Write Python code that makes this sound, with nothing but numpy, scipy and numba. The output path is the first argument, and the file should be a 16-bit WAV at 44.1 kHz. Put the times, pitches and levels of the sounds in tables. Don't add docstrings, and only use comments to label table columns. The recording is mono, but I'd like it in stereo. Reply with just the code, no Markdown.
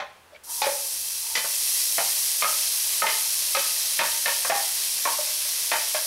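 import sys
import numpy as np
from scipy import signal
from scipy.fft import rfft, irfft
from scipy.io import wavfile
from scipy.ndimage import uniform_filter1d, minimum_filter1d
from numba import njit

SR = 44100
rng = np.random.default_rng(int(sys.argv[2]) if len(sys.argv) > 2 else 0)


def waveform_to_disk(signal):
    frames = np.transpose(np.atleast_2d(signal))
    scaled = np.clip(frames, -1, 1) * 32767
    samples = np.round(scaled).astype(np.int16)
    wavfile.write(sys.argv[1], SR, samples)


N = 267246
TIME = np.arange(N) / SR

# f/Hz, level/dB
CLACK_SPECTRUM = [(40, -58), (110, -20), (165, -10), (260, -14.5), (420, -6.5), (560, 0.5), (900, -1),
                  (1500, 1.5), (2400, -2), (4000, 5), (6000, 8), (9000, 1), (15000, -43)]


def undb(db):
    return 10 ** (np.asarray(db) / 20)


def unit(x):
    return x / np.sqrt(np.mean(x ** 2))


def colour(x, points):
    hz, db = np.transpose(points)
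    grid = np.fft.rfftfreq(4096, 1 / SR)
    curve_db = np.interp(np.log(grid + 1), np.log(hz), db)
    cepstrum = irfft(np.log(undb(curve_db)))
    cepstrum[1:len(grid) - 1] *= 2
    cepstrum[len(grid):] = 0
    impulse = irfft(np.exp(rfft(cepstrum)))
    return signal.fftconvolve(x, impulse)[:len(x)]


def wander(rate_hz):
    step = int(SR / rate_hz)
    held = np.repeat(rng.standard_normal(N // step + 1), step)
    return uniform_filter1d(held, step)[:N]


def ring(t, hz, t60):
    return np.sin(2 * np.pi * hz * t) * undb(-60 * t / t60)


def bursts(per_s, spread_db, t60):
    happens = rng.random(N) < per_s / SR
    size = undb(spread_db * np.minimum(rng.exponential(size=N), 5))
    energy = signal.lfilter([1], [1, -undb(-120 / (t60 * SR))], happens * size ** 2)
    return unit(np.sqrt(energy) * rng.standard_normal((2, N)))


def stereo(mid, side, pan_db):
    # f/Hz, side gain/dB
    width = [(40, -9), (75, -8.5), (140, -3), (260, -6.5), (500, -9), (1000, -10.5), (2200, -14.5),
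             (4000, -14), (8000, -10.8), (12000, -9.2)]
    side = colour(side, width)
    return np.array([(mid + side) * undb(pan_db / 2), (mid - side) * undb(-pan_db / 2)])


def room_tone(level_db=-55):
    # f/Hz, relative level/dB
    spectrum = [(25, -8), (50, -18), (66, 1), (82, 7), (100, -4), (125, -5.5), (200, -8), (500, -0.5),
                (1000, -0.5), (3000, -7), (7000, -15), (10000, -14), (15800, -21)]
    mid, side = (undb(level_db) * unit(colour(rng.standard_normal(N), spectrum)) for _ in range(2))
    return stereo(mid, side, pan_db=1)


def kitchen_echo(x, t60=0.48, build_s=0.0052, early_t60=0.09, early_db=3):
    t = TIME[:len(x)]
    fade = undb(-60 * t / t60) + undb(early_db - 60 * t / early_t60)
    tail = rng.standard_normal(len(t)) * fade * (1 - np.exp(-t / build_s))
    return signal.fftconvolve(x, tail / np.linalg.norm(tail))[:len(x)]


def scrapes(resonance_q=14, grit_db=-10):
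    # centre t/s, half length/s, resonance f/Hz, level/dB
    rubs = [(0.346, 0.022, 585, -48.5), (0.362, 0.012, 2280, -46), (0.505, 0.036, 940, -46.5),
            (0.595, 0.044, 950, -50), (1.292, 0.075, 910, -49.5), (5.462, 0.022, 600, -50)]
    slips = bursts(per_s=2000, spread_db=2, t60=0.004)
    slips = signal.sosfilt(signal.butter(3, 3200, fs=SR, output="sos"), slips)
    grit = unit(np.array([colour(x, CLACK_SPECTRUM) for x in slips]))
    out = np.zeros((2, N))
    for centre_s, half_s, hz, db in rubs:
        tone = unit(signal.lfilter(*signal.iirpeak(hz, resonance_q, fs=SR), grit))
        swell = np.exp(-((TIME - centre_s) / half_s) ** 2)
        out += undb(db) * swell * (tone + undb(grit_db) * grit)
    return stereo(*out, pan_db=1)


def tub_hit(t, contact_hz, modes_db=-29, clack_db=-8, clack_t60=0.1, spot_db=2, flex=0.0169):
    # f/Hz, relative level/dB, t60/s
    tub_modes = [(392, -15.5, 0.029), (561.6, 1.5, 0.15), (617, 2, 0.11), (696, -4.5, 0.082),
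                 (844, -10, 0.15), (908, 1.5, 0.21), (1097, 1, .14), (1185, -2, 0.14), (1366, -15, 0.038),
                 (1440, -26, 0.29), (1706, -1, 0.11), (1834, 1.5, 0.17), (2044, -7.5, 0.12),
                 (2134, 11, 0.061), (2379, 12.5, 0.04), (2460, -1, 0.13), (2546, 14.5, 0.042),
                 (3083, 3, 0.21)]
    spot = rng.standard_normal((len(tub_modes), 3))
    body = sum(np.sign(way) * undb(db + spot_db * push) * ring(t, hz * (1 + flex * bend), t60)
               for (hz, db, t60), (push, way, bend) in zip(tub_modes, spot))
    clack = colour(rng.standard_normal(len(t)) * undb(-60 * t / clack_t60), CLACK_SPECTRUM)
    softness = signal.butter(3, contact_hz, fs=SR, output="sos")
    return signal.sosfilt(softness, undb(modes_db) * body + undb(clack_db) * clack)


def wall_note(t, hz, t60=0.065, twin_ratio=1.05, twin_db=-5):
    return ring(t, hz, t60) + undb(twin_db) * rng.standard_normal() * ring(t, hz * twin_ratio, t60)


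def spoon_contacts(rebound_s=0.021, soften=0.81, note_lift_db=2):
    # t/s, hit level/dB, contact cut-off f/Hz, wall note f/Hz, note level/dB,
    # rebound level against the stroke/dB, rebound note f/Hz
    strokes = [ (0, -12, 2560, 773, -11.5, -6, 1050), (0.6176, -3.5, 4600, 847, 4, -8, 862),
               (.667, -8.5, 2120, 550, 0, -21, 600), (1.352, -8.5, 5360, 1990, -6.5, -4.5, 2370),
               (1.444, -13.5, 1700, 587, -20, -18, 600), (1.9808, -5, 2420, 672, -4.5, -6, 794),
               (2.422, -3, 2820, 1230, -1, -1, 1263), (3.0195, -1, 2320, 1280, 1.5, -4, 880),
               (3.066, -2.5, 3100, 2072, -6, -12, 3040), (3.548, -5.5, 4180, 1243, -3.5, -3, 555),
               (3.991, -1, 3400, 1773, 0, -2, 910), (4.2576, -3.5, 3480, 1796, 1, -7.5, 930),
               (4.4474, -8.5, 2230, 1060, -11, -15, 596), (4.498, -.5, 2620, 671, 3.5, -2.5, 802),
               (5.0524, -3, 2030, 1060, -1.5, -5, 934), (5.186, -11, 905, 604, -10.5, -19, 890),
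               (5.716, -2, 2600, 680, -3.5, -2, 880), (5.946, -10.5, 2670, 630, -7, -9.5, 1620)]
    for at_s, db, contact_hz, wall_hz, note_db, rebound_db, rebound_hz in strokes:
        yield at_s, db, contact_hz, wall_hz, note_db
        rebound_note_db = note_db + rebound_db + note_lift_db
        yield at_s + rebound_s, db + rebound_db, contact_hz * soften, rebound_hz, rebound_note_db


def spoon(wall_db=-13.5, rise_s=0.0011, turned_s=4.2, echo_mid_db=-3, echo_side_db=1):
    out = np.zeros((2, N + SR))
    t = TIME[:SR // 2]
    for at_s, db, contact_hz, wall_hz, note_db in spoon_contacts():
        knock = undb(db) * tub_hit(t, contact_hz) + undb(note_db + wall_db) * wall_note(t, wall_hz)
        knock *= 1 - np.exp(-t / rise_s)
        low_cut_hz = 125 if at_s < turned_s else 260
        knock = signal.sosfilt(signal.butter(2, low_cut_hz, "high", fs=SR, output="sos"), knock)
        mid = knock + undb(echo_mid_db) * kitchen_echo(knock)
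        side = undb(echo_side_db) * kitchen_echo(knock)
        start = int(at_s * SR)
        out[:, start:start + len(t)] += [mid, side]
    return stereo(*out[:, :N], pan_db=1)


def pot(pops, covered_s=1.7):
    # f/Hz, bandwidth/Hz, nominal lift/dB
    resonances = [(570, 50, 4.5), (655, 35, 5), (935, 40, 4.5), (1105, 70, 5), (1620, 70, 3),
                  (1970, 90, 4.5), (2400, 50, 2.5), (2620, 55, 6), (3185, 75, 5), (4075, 50, 3.5),
                  (5750, 80, 2)]
    # f/Hz, relative level/dB
    bubble_spectrum = [(200, -33.5), (500, -23), (900, -18.5), (1350, -19), (1700, -15.5), (2300, -11),
                       (3200, -8), (4200, -3), (5600, 0.5), (7300, -4), (9000, 0), (10700, 1), (12500, -2),
                       (15800, -11.5)]
    ringing = sum((undb(db) - 1) * signal.lfilter(*signal.iirpeak(hz, hz / width, fs=SR), pops)
                  for hz, width, db in resonances)
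    openness = undb(6.5 / (1 + (TIME / covered_s) ** 8) - 0.5)
    return unit(colour(pops + openness * ringing, bubble_spectrum))


def boiling(big_at_1s_db=-2, db_per_doubling=2.15):
    # t/s, sizzle level/dB, time to spread/s, drying fade/(dB/s)
    loads = [(.433, -40.5, 0.0076, 3), (0.479, -28.5, 0.024, 1), (1.39, -24.5, 0.11, 0.78)]
    power = 0
    for at_s, db, spread_s, fade_db_per_s in loads:
        age = np.maximum(TIME - at_s, 0)
        flare = 1 - np.exp(-age / spread_s)
        power += (undb(db - fade_db_per_s * age) * flare) ** 2
    in_oil_s = np.maximum(TIME - loads[0][0], 0.05)
    return np.sqrt(power), big_at_1s_db + db_per_doubling * np.log2(in_oil_s)


def sizzle(big_below_hz=4500, flicker_db=0.22, flutter_db=0.9, spits_db=-23):
    envelope, big_db = boiling()
    fizz = bursts(per_s=14000, spread_db=1.9, t60=0.0035)
    spits = undb(spits_db) * bursts(per_s=300, spread_db=2.2, t60=0.0015)
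    bubbles = np.array([pot(pops) for pops in fizz + spits])
    big = signal.sosfiltfilt(signal.butter(2, big_below_hz, fs=SR, output="sos"), bubbles)
    small = (bubbles - big) * undb(flicker_db * wander(rate_hz=35))
    big = big * undb(big_db + flutter_db * wander(rate_hz=25))
    return stereo(*((small + big) * envelope), pan_db=-0.03)


def scene():
    return sizzle() + spoon() + scrapes() + room_tone()


@njit
def follow(x, attack, release):
    out, level = np.empty(len(x)), 0.
    for i in range(len(x)):
        level += (x[i] - level) * (attack if x[i] > level else release)
        out[i] = level
    return out


def record(dry, limit_db=-17, attack_s=0.0012, release_s=0.015, top_hz=15750):
    envelope = follow(np.abs(dry).max(axis=0), 1 / (attack_s * SR), 1 / (release_s * SR))
    gain = np.minimum(1, undb(limit_db) / (envelope + 1e-9))
    gain = uniform_filter1d(minimum_filter1d(gain, size=200), size=130)
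    high_cut = signal.ellip(14, 0.1, 80, top_hz, fs=SR, output="sos")
    return signal.sosfilt(high_cut, dry * gain)


dry = scene()
out = record(dry)
waveform_to_disk(out)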